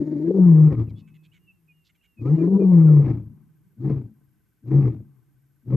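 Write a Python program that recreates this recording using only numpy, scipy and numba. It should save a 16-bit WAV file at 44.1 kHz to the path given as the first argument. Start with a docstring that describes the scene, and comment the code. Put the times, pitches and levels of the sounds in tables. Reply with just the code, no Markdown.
"""Lion roaring over the bush

A male lion gives two long roars, then three short grunts, in open bush country.
Each roar swells into a nearly pure deep tone, falls in pitch and breaks into a ragged growl.
Locked vocal folds give sines; loose folds give uneven clicks and torn noise, rung through throat and mouth.
Small birds, made of gliding sines and harsh stacks of partials, sing in and around the pause.
Filtered noise makes the quiet air; decaying noise and a few delays make the faint echo from the trees."""
import sys
import numpy as np
from scipy import signal
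from scipy.fft import rfft, irfft
from scipy.io import wavfile
from scipy.ndimage import uniform_filter1d
from numba import njit

SR = 44100
rng = np.random.default_rng(int(sys.argv[2]) if len(sys.argv) > 2 else 0)


def int16_out(signal):
    """Quantize to a 16-bit WAV file."""
    q = np.round(np.clip(np.atleast_2d(signal).T, -1, 1) * 32767)
    wavfile.write(sys.argv[1], SR, q.astype(np.int16))


N = 254016
TIME = np.arange(N) / SR


def from_db(db):
    """Decibels to gain."""
    return 10 ** (np.asarray(db) / 20)


def rms_one(x):
    """Scale to an rms of one."""
    return x / np.sqrt(np.mean(x ** 2) + 1e-20)


def evened(x):
    """Take out slow swells, keep the fast grain."""
    size = int(.022 * SR)
    power = uniform_filter1d(uniform_filter1d(x ** 2, size), size)
    return x / np.sqrt(np.abs(power) + 1e-12)


def lowpass(x, hz):
    """Gentle second-order low-pass."""
    return signal.sosfilt(signal.butter(2, hz, fs=SR, output="sos"), x)


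def drift(rate):
    """Smooth chance with spread one, changing about rate times a second."""
    return rms_one(lowpass(rng.standard_normal(N + SR), rate)[SR:])


def coloured(x, points):
    """Filter by a curve of f/Hz, level/dB, drawn straight over log frequency."""
    hz, db = np.transpose(points)
    bins = np.maximum(np.arange(N // 2 + 1) * SR / N, 1)
    return irfft(rfft(x) * from_db(np.interp(np.log(bins), np.log(hz), db)), N)


def resonate(x, modes):
    """Parallel resonances, each applied twice so that the skirts are steep."""
    out = 0
    for k, (hz, width, db) in enumerate(modes):
        r = np.exp(-np.pi * width / SR)
        section = [(1 - r * r) / 2, 0, -(1 - r * r) / 2, 1, -2 * r * np.cos(2 * np.pi * hz / SR), r * r]
        out = out + (-1) ** k * from_db(db) * signal.sosfilt([section, section], x)
    return out


def plateau(start, hold, rise, fall, rise_curve=1, fall_curve=1):
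    """Rise to one at the start, hold, fall back to zero."""
    up = np.clip(1 + (TIME - start) / rise, 0, 1)
    down = np.clip(1 - (TIME - start - hold) / fall, 0, 1)
    return up ** rise_curve * down ** fall_curve


def note_shape(start, length):
    """A rounded swell of height one."""
    return np.sqrt(np.maximum(np.sin(np.pi * np.clip((TIME - start) / length, 0, 1)), 0))


def glide(start, length, from_hz, to_hz, waver):
    """One swelling sine that slides in pitch."""
    hz = np.interp(TIME, [start, start + length], [from_hz, to_hz]) * waver
    return note_shape(start, length) ** 2 * np.sin(2 * np.pi * np.cumsum(hz) / SR)


# colour of the still air over the bush: f/Hz, relative level/dB
AIR_COLOUR = [(20, -5), (55, 0), (130, -9), (330, -14.5), (550, -27), (2000, -25.5), (4000, -36),
              (14000, -29.5)]


def air():
    """Quiet outdoor noise: coloured white noise at an rms of one."""
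    return rms_one(coloured(rng.standard_normal(N), AIR_COLOUR))


def far_life(pip_hz=1545, pip_db=-83, droop_hz=25, whine_hz=12920, whine_db=-84):
    """Distant drooping pips from 3.2 s on, and a thin whine of narrow noise throughout."""
    beat = 2 * np.pi * 15.7 * TIME + drift(2)
    hz = pip_hz + droop_hz * (np.cos(beat) + drift(49))
    pip_shape = np.maximum(np.sin(beat), 0) ** 2 * (TIME > 3.2)
    pips = 2 * pip_shape * np.sin(2 * np.pi * np.cumsum(hz) / SR)
    whine = rms_one(resonate(rng.standard_normal(N), [(whine_hz, 160, 0)]))
    return from_db(pip_db) * pips + from_db(whine_db) * whine


# returns from bushes and the tree line, before the tree colour: delay t/s, level/dB
ECHOES = [(.31, -39.5), (0.501, -48), (1.109, -58)]
# colour of the return from the trees: f/Hz, level/dB
TREE_COLOUR = [(70, 1.5), (300, 0), (500, -7), (1000, 10.5), (5000, -13)]


def bush(x, near_db=-29, far_db=-40, near_t60=.3, far_t60=3.2):
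    """Scatter from nearby ground and scrub as short decaying noise, then a long return from the trees."""
    near = rng.standard_normal(N) * from_db(-60 * TIME / near_t60) * (TIME > .01)
    near = from_db(near_db) * near / np.linalg.norm(near)
    far = rng.standard_normal(N) * from_db(-60 * TIME / far_t60) * (TIME > .08)
    far = from_db(far_db) * far / np.linalg.norm(far)
    for delay, db in ECHOES:
        far[int(delay * SR)] += from_db(db)
    return signal.fftconvolve(x, near + coloured(far, TREE_COLOUR))[:N]


# short falling bird notes: t/s, start f/Hz, level/dB before the whistle trim
SLURS = [(1.469, 2740, -55.5), (1.677, 2532, -58.5), (2.168, 2588, -57.5), (2.381, 2465, -58.5),
         (2.593, 2490, -57.5)]
SLUR_S, SLUR_FALL = .056, 0.052   # length, share of the pitch lost
# short gliding bird notes: t/s, length t/s, start f/Hz, end f/Hz, level/dB before the whistle trim
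CHIRPS = [(0.865, 0.065, 2870, 1912, -68.5), (0.952, 0.046, 3360, 3454, -64.5),
          (1.315, 0.019, 2680, 3130, -62), (2.009, 0.024, 2550, 3035, -67.5)]
# one long held note: t/s, length t/s, start f/Hz, end f/Hz
HELD_NOTE = (.919, .44, 2600, 2565)
HELD_DB = -72.5   # before the whistle trim


def whistles(waver, trim_db=1.5):
    """Slurs, chirps and one held note, each a sine that slides and swells."""
    slurs = [(start, SLUR_S, hz, hz * (1 - SLUR_FALL), db) for start, hz, db in SLURS]
    notes = slurs + CHIRPS + [(*HELD_NOTE, HELD_DB)]
    return sum(from_db(db + trim_db) * glide(*note, waver) for *note, db in notes)


PIPE_START_S, PIPE_EVERY_S, PIPE_S, PIPE_TOP_S = 1.375, .29, 0.23, .085
PIPE_TOP_HZ, PIPE_SAG_HZ, PIPE_DB = 2840, 407, -71


def piping_note(start, waver):
    """A soft whistle that arches gently and sinks."""
    from_top = np.minimum(np.abs(TIME - start - PIPE_TOP_S) / PIPE_S, 1)
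    hz = (PIPE_TOP_HZ - PIPE_SAG_HZ * from_top ** 1.5) * waver
    return note_shape(start, PIPE_S) ** 2 * np.sin(2 * np.pi * np.cumsum(hz) / SR)


def piping(waver, count=4):
    """One bird repeats the same note at an even pace."""
    return from_db(PIPE_DB) * sum(piping_note(PIPE_START_S + k * PIPE_EVERY_S, waver) for k in range(count))


# share of the pitch lost, its jitter, spread of the partials in octaves
CHATTER_SAG, CHATTER_ROUGHNESS, CHATTER_OCTAVES = .1, .075, .55
# a thin high edge on each note
CHATTER_EDGE_HZ, CHATTER_EDGE_DB, CHATTER_EDGE_OCTAVES = 7000, -15, .17


def harsh_note(start, length, hz, bright_hz, jitter, count=10):
    """A scratchy falling stack of partials, strongest around one pitch."""
    at = np.flatnonzero((TIME >= start) & (TIME < start + length))
    along = (TIME[at] - start) / length
    bend = 1 - CHATTER_SAG * (along - .5) + CHATTER_ROUGHNESS * jitter[at]
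    turn = 2 * np.pi * np.cumsum(hz * bend) / SR
    humps = [(bright_hz, CHATTER_OCTAVES, 0), (CHATTER_EDGE_HZ, CHATTER_EDGE_OCTAVES, CHATTER_EDGE_DB)]
    stack = 0
    for k in range(2, count + 1):
        for centre, octaves, db in humps:
            strength = from_db(db) * np.exp(-(np.log2(k * hz / centre) / octaves) ** 2)
            stack = stack + strength * np.sin(k * turn)
    out = np.zeros(N)
    out[at] = rms_one(stack) * np.sin(np.pi * along)
    return out


# harsh bird notes: t/s, length t/s, pitch f/Hz, brightest f/Hz, level/dB before flutter and swell
CHATTER = [(0.887, 0.028, 783, 3570, -72), (0.961, 0.066, 716, 3300, -69), (1.069, 0.041, 760, 2100, -68),
           (1.138, 0.041, 696, 2526, -68.5), (1.228, 0.05, 814, 2752, -66.5),
           (1.322, 0.068, 753, 2419, -65), (1.839, 0.06, 713, 3700, -69), (1.885, 0.034, 706, 2238, -69.5),
           (1.943, 0.03, 781, 2440, -72.5), (2.027, 0.048, 767, 2340, -68)]


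def chatter():
    """Scratchy notes whose pitch jitters fast and whose level flutters."""
    jitter, flutter = drift(500), from_db(3 * drift(150))
    return flutter * sum(from_db(db) * harsh_note(*note, jitter) for *note, db in CHATTER)


def birds():
    """Sliding whistles, a run of even piping and scratchy notes; the whistled pitches share one waver."""
    waver = 1 + 0.003 * drift(120)
    return whistles(waver) + piping(waver) + chatter()


GRUNT_ARCH_S = .115


def grunt_arch(top):
    """The rounded rise and fall of tension in a grunt."""
    return np.exp(-((TIME - top) / GRUNT_ARCH_S) ** 2)


# pitch of each roar, before the wobble: t/s, f/Hz
FIRST_ROAR_PITCH = [(0.0, 158.6), (0.074, 151.5), (0.2, 149.3), (0.264, 165.2), (0.348, 195.8),
                    (0.546, 158.1), (0.678, 152.3), (0.7, 148.4)]
SECOND_ROAR_PITCH = [(2.2, 108.9), (2.266, 130.2), (2.337, 158.4), (2.4, 159.5), (2.46, 168.9),
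                     (2.501, 189.6), (2.57, 199.6), (2.705, 182.1), (2.77, 166.7), (2.99, 143.7),
                     (3.06, 134.9)]
# each grunt is a small arch of pitch, before the wobble: top t/s, top f/Hz
GRUNT_PITCH = [(3.9, 142.8), (4.775, 140.6), (5.76, 134.3)]
SLACK_HZ, SLACKEN_S = 105.63, .06   # after a roar the pitch sinks to that of slack folds
ATTACK_S, ATTACK_CURVE = .1, 2.6   # every cry swells alike


def voice_pitch():
    """Roars follow their arches and then slacken; each grunt rises from slack and sinks back."""
    pitch = np.zeros(N)
    for curve in (FIRST_ROAR_PITCH, SECOND_ROAR_PITCH):
        s, hz = np.transpose(curve)
        tension = np.exp(-np.maximum(TIME - s[-1], 0) / SLACKEN_S)
        roar = SLACK_HZ + (np.interp(TIME, s, hz) - SLACK_HZ) * tension
        pitch = np.where(TIME >= s[0] - 2 * ATTACK_S, roar, pitch)
    return pitch + sum((hz - SLACK_HZ) * grunt_arch(s) for s, hz in GRUNT_PITCH)


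# pushes of breath, first roar (six), second roar (five), then three grunts:
# full voice t/s, held t/s, effort level/dB, extra rasp level/dB
CRIES = [(0.0, 0.28, -10, 10), (.28, 0.062, -4, -2.5), (0.348, 0.4, 0.5, 0), (.70, .025, -1, 0),
         (.78, 0.028, -4.5, 2), (.91, .025, -19.5, -2), (2.26, 0.24, -1.5, 2.5), (2.54, .49, 0.5, -.5),
         (3.059, 0.05, -0.5, 2), (3.135, .008, -6.5, 2), (3.24, 0.03, -24, -4.5), (3.855, 0.085, -2, 1.5),
         (4.718, .15, 0, 2), (5.729, .15, 1.5, -2.5)]
RELEASE_DB_PER_S, RELEASE_S, RELEASE_CURVE = 140, .23, .8   # each push dies away until the air is spent


def breath_pushes():
    """Effort of every push: a curved swell, a hold, and a fall that is steep in decibels."""
    pushes = []
    for start, hold, db, _ in CRIES:
        fallen_db = RELEASE_DB_PER_S * np.maximum(TIME - start - hold, 0)
        shape = plateau(start, hold, ATTACK_S, RELEASE_S, ATTACK_CURVE, RELEASE_CURVE)
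        pushes.append(from_db(db - fallen_db) * shape)
    return np.array(pushes)


# the folds lock into a clean tone: t/s, length t/s, firmness 0-1
LOCKS = [(0.0, .37, .93), (.39, .285, 1), (.785, .03, .35), (2.326, .23, .85), (2.54, .46, .96),
         (3.09, .02, .2), (3.865, .005, .3), (3.925, .005, .45), (4.755, .04, .85), (4.85, .015, .45),
         (5.755, .06, .6)]
LOCK_S, LOCK_SHARE, UNLOCK_S = 0.035, 0.083, 0.049


def fold_lock():
    """The folds settle into a clean tone, more slowly for a long one, then fall out of it."""
    return np.max([firm * plateau(start, hold, LOCK_S + LOCK_SHARE * hold, UNLOCK_S)
                   for start, hold, firm in LOCKS], axis=0)


# the voice breaks into its octave: t/s, length t/s, dip of the fundamental level/dB, octave gain level/dB
BREAKS = [(0.0, .395, 16.5, 17), (2.376, .115, 9.5, 17), (2.518, 0.062, -3.5, 11), (2.596, 0.048, 4.5, 17)]
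BREAK_EDGE_S, RECOVERY_CURVE = 0.029, 4.0


def octave_breaks():
    """In a break the octave jumps up and the fundamental dips, then creeps back."""
    broken, dip_db, octave_db = 0, 0, 0
    for start, length, dip, gain_db in BREAKS:
        window = plateau(start, length, BREAK_EDGE_S, BREAK_EDGE_S)
        along = np.clip((TIME - start) / length, 0, 1)
        broken = np.minimum(broken + window, 1)
        octave_db = octave_db + gain_db * window
        dip_db = dip_db + dip * window * (1 - along ** RECOVERY_CURVE)
    return broken, dip_db, octave_db


LOOSE_ROUGHNESS, LOCKED_ROUGHNESS, BREAK_ROUGHNESS = .72, .02, .07
ROUGH_FOLLOWS = .07   # exponent on effort, so low that a dying cry stays ragged
TIGHTEN_HZ_PER_S = 245   # folds that tighten this fast lose their roughness


def roughness(arch, effort, lock, unsteady):
    """Unlocked folds are rough, unless the pitch is climbing fast."""
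    climb = np.maximum(np.gradient(arch) * SR, 0)
    calmed = uniform_filter1d(np.exp(-(climb / TIGHTEN_HZ_PER_S) ** 4), size=1500)
    loose = (1 - lock) ** 2 * effort ** ROUGH_FOLLOWS * calmed
    return np.clip(LOOSE_ROUGHNESS * loose + LOCKED_ROUGHNESS * lock + BREAK_ROUGHNESS * unsteady, 0, 1)


# the voice catches for an instant: t/s, dip level/dB
CATCHES = [(0.056, 4), (0.332, 6.5), (0.758, 5), (2.246, 4.5), (2.371, 7.5), (2.499, 8.5), (2.586, 10),
           (4.704, 3), (5.719, 6)]
CATCH_S = .009
WOBBLE_SHARE, STEADY_WOBBLE_SHARE, WOBBLE_HZ = .03, .007, 24   # unsteady pitch, most of all in a break
THROB_HZ, THROB_DB = 20, 3   # the voice throbs while effort is low
SURGE_DB, SURGE_HZ = 1.8, 22   # the rasp comes in uneven surges
SHUDDER_HZ, SHUDDER_DB, SHUDDER_BELOW_HZ = 30.56, 4.5, 120   # slack folds beat slowly as a cry dies
SHIMMER_DB = .6   # even locked folds vary in strength
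# base levels of fundamental and octave, and what the fundamental gains by locking
TONE_DB, LOCK_GAIN_DB, OCTAVE_DB = -23, 13, -38.5
TAUT_HZ, TAUT_DB_PER_HZ, TONE_DB_PER_HZ = 175, 1.08, 0.2727   # above this, less rasp and a thinner tone
SPENT_DB = -33   # around this effort the tone fades out as the folds stop moving
# dB gained per dB of effort: the harder the push, the brighter the voice
TONE_FOLLOWS, OCTAVE_FOLLOWS, BREAK_FOLLOWS, RASP_FOLLOWS = 0.71, 0.4, 0.35, 1.164


def call_controls():
    """Effort, locking and breaks set pitch, roughness and the gains of tone, octave and rasp."""
    pushes, lock = breath_pushes(), fold_lock()
    effort = pushes.max(axis=0)
    broken, dip_db, octave_db = octave_breaks()
    unsteady = (1 - from_db(-dip_db)) ** 2
    arch = voice_pitch()
    pitch = arch * (1 + (STEADY_WOBBLE_SHARE + WOBBLE_SHARE * unsteady) * drift(WOBBLE_HZ))
    rough = roughness(arch, effort, lock, unsteady)

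    catch = from_db(-sum(db * np.exp(-((TIME - s) / CATCH_S) ** 2) for s, db in CATCHES))
    throb = catch * from_db(-THROB_DB * np.maximum(1 - effort, 0) * np.cos(2 * np.pi * THROB_HZ * TIME))
    surge = from_db(SURGE_DB * drift(SURGE_HZ))
    slackness = np.clip((SHUDDER_BELOW_HZ - arch) / (SHUDDER_BELOW_HZ - SLACK_HZ), 0, 1)
    shudder_db = SHUDDER_DB * slackness * np.cos(2 * np.pi * SHUDDER_HZ * TIME)
    shake = from_db(shudder_db + SHIMMER_DB * drift(SHUDDER_HZ / 2))

    thinning_db = TONE_DB_PER_HZ * np.maximum(pitch - TAUT_HZ, 0)
    tone = from_db(TONE_DB + LOCK_GAIN_DB * lock - dip_db - thinning_db)
    voiced = effort ** 2 / (effort ** 2 + from_db(SPENT_DB) ** 2)
    tone = tone * shake * catch * voiced * effort ** TONE_FOLLOWS * surge ** (1 - lock) + 1e-9
    octave_follows = OCTAVE_FOLLOWS * (1 - broken) + BREAK_FOLLOWS * broken
    octave = throb * from_db(OCTAVE_DB + octave_db) * effort ** octave_follows
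    push_rasps = [from_db(extra_db) * push ** RASP_FOLLOWS for (*_, extra_db), push in zip(CRIES, pushes)]
    rasp = throb * surge * np.max(push_rasps, axis=0)
    return pitch, effort, rough, tone, octave, rasp


def pulses(cycles):
    """One click at the end of every cycle, shared between the two nearest samples."""
    at = np.flatnonzero(np.diff(np.floor(cycles)) > 0)
    late = (np.floor(cycles[at + 1]) - cycles[at]) / (cycles[at + 1] - cycles[at])
    out = np.zeros(N)
    out[at] += 1 - late
    out[at + 1] += late
    return rms_one(out)


def flapping(flaps, depth_db):
    """Each flap lets a sudden gust through that then dies down."""
    return from_db(-depth_db * (flaps % 1))


HOARSENESS = .22   # even locked folds leak air


def vocal_folds(pitch, rough, twice, cycles, flap_hz=50, flap_db=13, slack_hz=160, soft_hz=1050, leak=0.78):
    """Folds slap shut once or twice a cycle, while loose flapping tissue chops the leaking air."""
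    # slack folds at low pitch close unevenly and leak more air
    slack = np.minimum((slack_hz / pitch) ** 7, 2) * (1 - twice) + rough
    closures = cycles + (.008 + .011 * slack) * drift(70)
    slaps = (pulses(closures) + .5 * twice * pulses(closures + .5)) * from_db(2 * drift(64))
    flaps = np.cumsum(flap_hz * from_db(2 * drift(35))) / SR
    breath = rng.standard_normal(N) * (1 + .5 * np.cos(2 * np.pi * cycles))
    torn_air = evened(breath * flapping(flaps, flap_db * (.5 + rough)))
    flow = lowpass(slaps, soft_hz) + leak * (HOARSENESS + slack) * torn_air
    shudder = pulses(flaps) + torn_air
    return slaps, torn_air, flow, shudder


@njit
def moving_resonance(x, angle, r):
    """One resonance whose centre may change at every sample."""
    out = np.zeros(len(x))
    for i in range(2, len(x)):
        out[i] = (1 - r * r) / 2 * (x[i] - x[i - 2]) + 2 * r * np.cos(angle[i]) * out[i - 1] - r * r * out[i - 2]
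    return out


WANDER_SHARE, WANDER_DB, WANDER_HZ = 0.022, 3.5, 11   # the resonances never stand still


def tract(x, modes, stretch=1, opening=1):
    """Steep soft-tissue resonances stretch and wander; the upper ones fade as the opening narrows."""
    out = 0
    for k, (hz, width, db) in enumerate(modes):
        centre_hz = hz * stretch * (1 + WANDER_SHARE * drift(WANDER_HZ))
        angle = 2 * np.pi * centre_hz / SR
        r = np.exp(-np.pi * width / SR)
        ring = moving_resonance(moving_resonance(x, angle, r), angle, r)
        out = out + (-opening) ** k * from_db(db + WANDER_DB * drift(WANDER_HZ)) * ring
    return evened(out)


# deep resonance of the growl: f/Hz, width f/Hz, level/dB
GROWL = [(119.4, 62, 0)]


def chest_voice(turn, pitch, rough, tone, shudder, rumble_db=-7):
    """A sine at the pitch gives way to growl and rumble: the flaps shake the chest, deepest at low pitch."""
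    clean = np.sqrt(2 * (1 - rough ** 2)) * np.sin(turn)
    growl = tract(shudder, GROWL, np.sqrt(pitch / SHUDDER_BELOW_HZ))
    sinking = np.minimum(143 / pitch, 1) ** 14
    rumble = from_db(rumble_db) * sinking * evened(resonate(shudder, [(77.4, 16, 0)]))
    return tone * (clean + rough * (growl + np.sqrt(rough) * rumble))


# croak at the top of each grunt: f/Hz, width f/Hz, level/dB
CROAK = [(186, 52, 0), (317.4, 50, 2)]


def grunt_croak(rasp, shudder, croak_db=-25):
    """The shaking flaps ring low at the top of each grunt."""
    grunting = sum(grunt_arch(s) for s, _ in GRUNT_PITCH) ** 2
    return from_db(croak_db) * rasp * grunting * tract(shudder, CROAK)


def octave_voice(turn, octave, twice):
    """A sine at twice the pitch, unsteady in phase and strength."""
    wave = evened(np.sin(2 * turn + (1.2 - .75 * twice) * drift(45)))
    return octave * wave * from_db(2.2 * drift(35) - .5)


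# resonances of the long throat: f/Hz, width f/Hz, level/dB
THROAT = [(331.8, 58, 11), (464, 110, -2), (578, 60, -4.5)]
JAW_FOLLOWS = 0.27   # the jaw opens as the pitch climbs
CLOSING_FOLLOWS = 1   # the throat's upper resonances close as the effort fades


def throat_rasp(pitch, effort, rasp, twice, flow, torn_air, rasp_db=-31):
    """Slaps and leaking air ring in the long throat."""
    jaw = (pitch / TAUT_HZ) ** JAW_FOLLOWS
    gain = from_db(rasp_db) * rasp / (effort + .02) ** .3 * (1 - .5 * twice)
    return gain * tract(flow + .2 * torn_air, THROAT, jaw, effort ** CLOSING_FOLLOWS * jaw ** 4)


# high resonances of the snarl: f/Hz, width f/Hz, level/dB
SNARL = [(1830, 730, 9), (2270, 750, 0), (3160, 780, -21.5), (4500, 3900, -31.5), (6960, 1800, -29.5)]
SNARL_FOLLOWS = .3   # further dB per dB of effort


def snarl(effort, rough, rasp, flow, snarl_db=-64, snarl_rough_db=8):
    """The flow, with more noise the rougher it is, rings high."""
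    gain = from_db(snarl_db + snarl_rough_db * rough) * rasp * effort ** SNARL_FOLLOWS
    return gain * tract(flow + rough * rng.standard_normal(N), SNARL)


# resonances of the open mouth: f/Hz, width f/Hz, level/dB
MOUTH = [(755, 65, 3), (857, 36, -3), (1038, 92, 0.5), (1231, 170, -8)]


def open_mouth(effort, rasp, twice, flow, mouth_db=-51.0):
    """The flow rings in the mouth, more with a harder push."""
    return from_db(mouth_db) * rasp * np.sqrt(effort) * (1 - twice) * tract(flow, MOUTH)


# nasal ring of the taut voice: f/Hz, width f/Hz, level/dB
NASAL = [(885, 90, 0)]


def nasal_ring(rasp, twice, taut, slaps, nasal_db=-50):
    """The slaps of taut folds ring in the nose."""
    return from_db(nasal_db) * rasp * (1 - twice) * np.minimum(4 * (1 - taut), 1) * tract(slaps, NASAL)


# bright resonances that ring in the moan: f/Hz, width f/Hz, level/dB
MOAN_BUZZ = [(560, 56, 26.5), (900, 49, 7.5), (1680, 33, -10.5)]


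def moan_buzz(effort, octave, twice, slaps, torn_air, buzz_db=-19):
    """Twice-closing folds buzz brightly in the moan."""
    gain = from_db(buzz_db) * octave * twice * np.sqrt(effort)
    return gain * tract(slaps + .1 * torn_air, MOAN_BUZZ)


# resonances of the airy hiss: f/Hz, width f/Hz, level/dB
AIRY = [(3940, 3200, -2), (7100, 870, -5.5)]


def airy_hiss(turn, rough, rasp, airy_db=-74):
    """Air squeezed between locked folds hisses once a cycle."""
    squeezed = resonate(rng.standard_normal(N) * (1 + 0.73 * np.cos(turn)), AIRY)
    return from_db(airy_db) * np.sqrt(rasp) * (1 - rough) * rms_one(squeezed)


# thin gliding squeaks within the second roar: t/s, length t/s, start f/Hz, end f/Hz, level/dB
SQUEAKS = [(2.241, 0.062, 1124, 1389, -47), (2.857, 0.069, 1461, 1192, -49.5)]


def squeaks():
    """Brief sines slide up and down with a fast waver."""
    return sum(from_db(db) * glide(*note, 1 + 0.02 * drift(200)) for *note, db in SQUEAKS)


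def thin_ring(loudness, ring_db=-67):
    """A very faint high ring of narrow noise follows the level of the deep tone."""
    ring = resonate(rng.standard_normal(N), [(9446, 28, 0), (9754, 40, -1)])
    return from_db(ring_db) * loudness * rms_one(ring)


def lion(jitter=.09):
    """Heavy vocal folds: a clean tone when they lock, uneven slaps and torn air when they do not."""
    pitch, effort, rough, tone, octave, rasp = call_controls()
    cycles = np.cumsum(pitch * (1 + jitter * rough * drift(60))) / SR
    turn = 2 * np.pi * cycles
    # in the moan the folds close a second time in each cycle, so the even harmonics lead
    twice = octave ** 2 / (octave ** 2 + tone ** 2)
    taut = from_db(-TAUT_DB_PER_HZ * np.maximum(pitch - TAUT_HZ, 0))
    slaps, torn_air, flow, shudder = vocal_folds(pitch, rough, twice, cycles)

    deep = chest_voice(turn, pitch, rough, tone, shudder) + grunt_croak(rasp, shudder)
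    deep = deep + octave_voice(turn, octave, twice)
    harsh = throat_rasp(pitch, effort, rasp, twice, flow, torn_air) + snarl(effort, rough, rasp, flow)
    bright = open_mouth(effort, rasp, twice, flow) + nasal_ring(rasp, twice, taut, slaps)
    bright = bright + moan_buzz(effort, octave, twice, slaps, torn_air)
    thin = airy_hiss(turn, rough, rasp) + squeaks() + thin_ring(tone)
    return deep + taut * harsh + bright + thin


# how far the voice leans left: f/Hz, side against mid level/dB
LEAN = [(60, -19), (320, -11.5), (1200, -18), (3000, -27)]


def scene(air_db=-72, air_side_db=-4, echo_side_db=-6, bird_echo_db=4, bird_right_db=-14):
    """The lion leans left, most around 320 Hz, the birds a little right; echoes and air all around."""
    voice, song = lion(), birds()
    scattered = voice + from_db(bird_echo_db) * song
    mid = voice + song + bush(scattered) + far_life() + from_db(air_db) * air()
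    lean = coloured(voice, LEAN) - from_db(bird_right_db) * song
    # fresh echo and air noise in the side channel spreads them wide
    side = lean + from_db(echo_side_db) * bush(scattered) + from_db(air_db + air_side_db) * air()
    return np.array([mid + side, mid - side])


CUTOFF_HZ = 15300


def record(dry):
    """The microphone drops the deepest bass; a 4 ms fade at either end keeps the edges from clicking, and the
    top is cut."""
    thinned = signal.sosfilt(signal.butter(3, 52, "high", fs=SR, output="sos"), dry)
    ramp = np.minimum(np.minimum(TIME, TIME[::-1]) / .004, 1)   # 4 ms at either end
    faded = thinned * np.sin(np.pi / 2 * ramp) ** 2
    return signal.sosfilt(signal.cheby2(12, 70, CUTOFF_HZ, fs=SR, output="sos"), faded)


dry = scene()
out = record(dry)
int16_out(out)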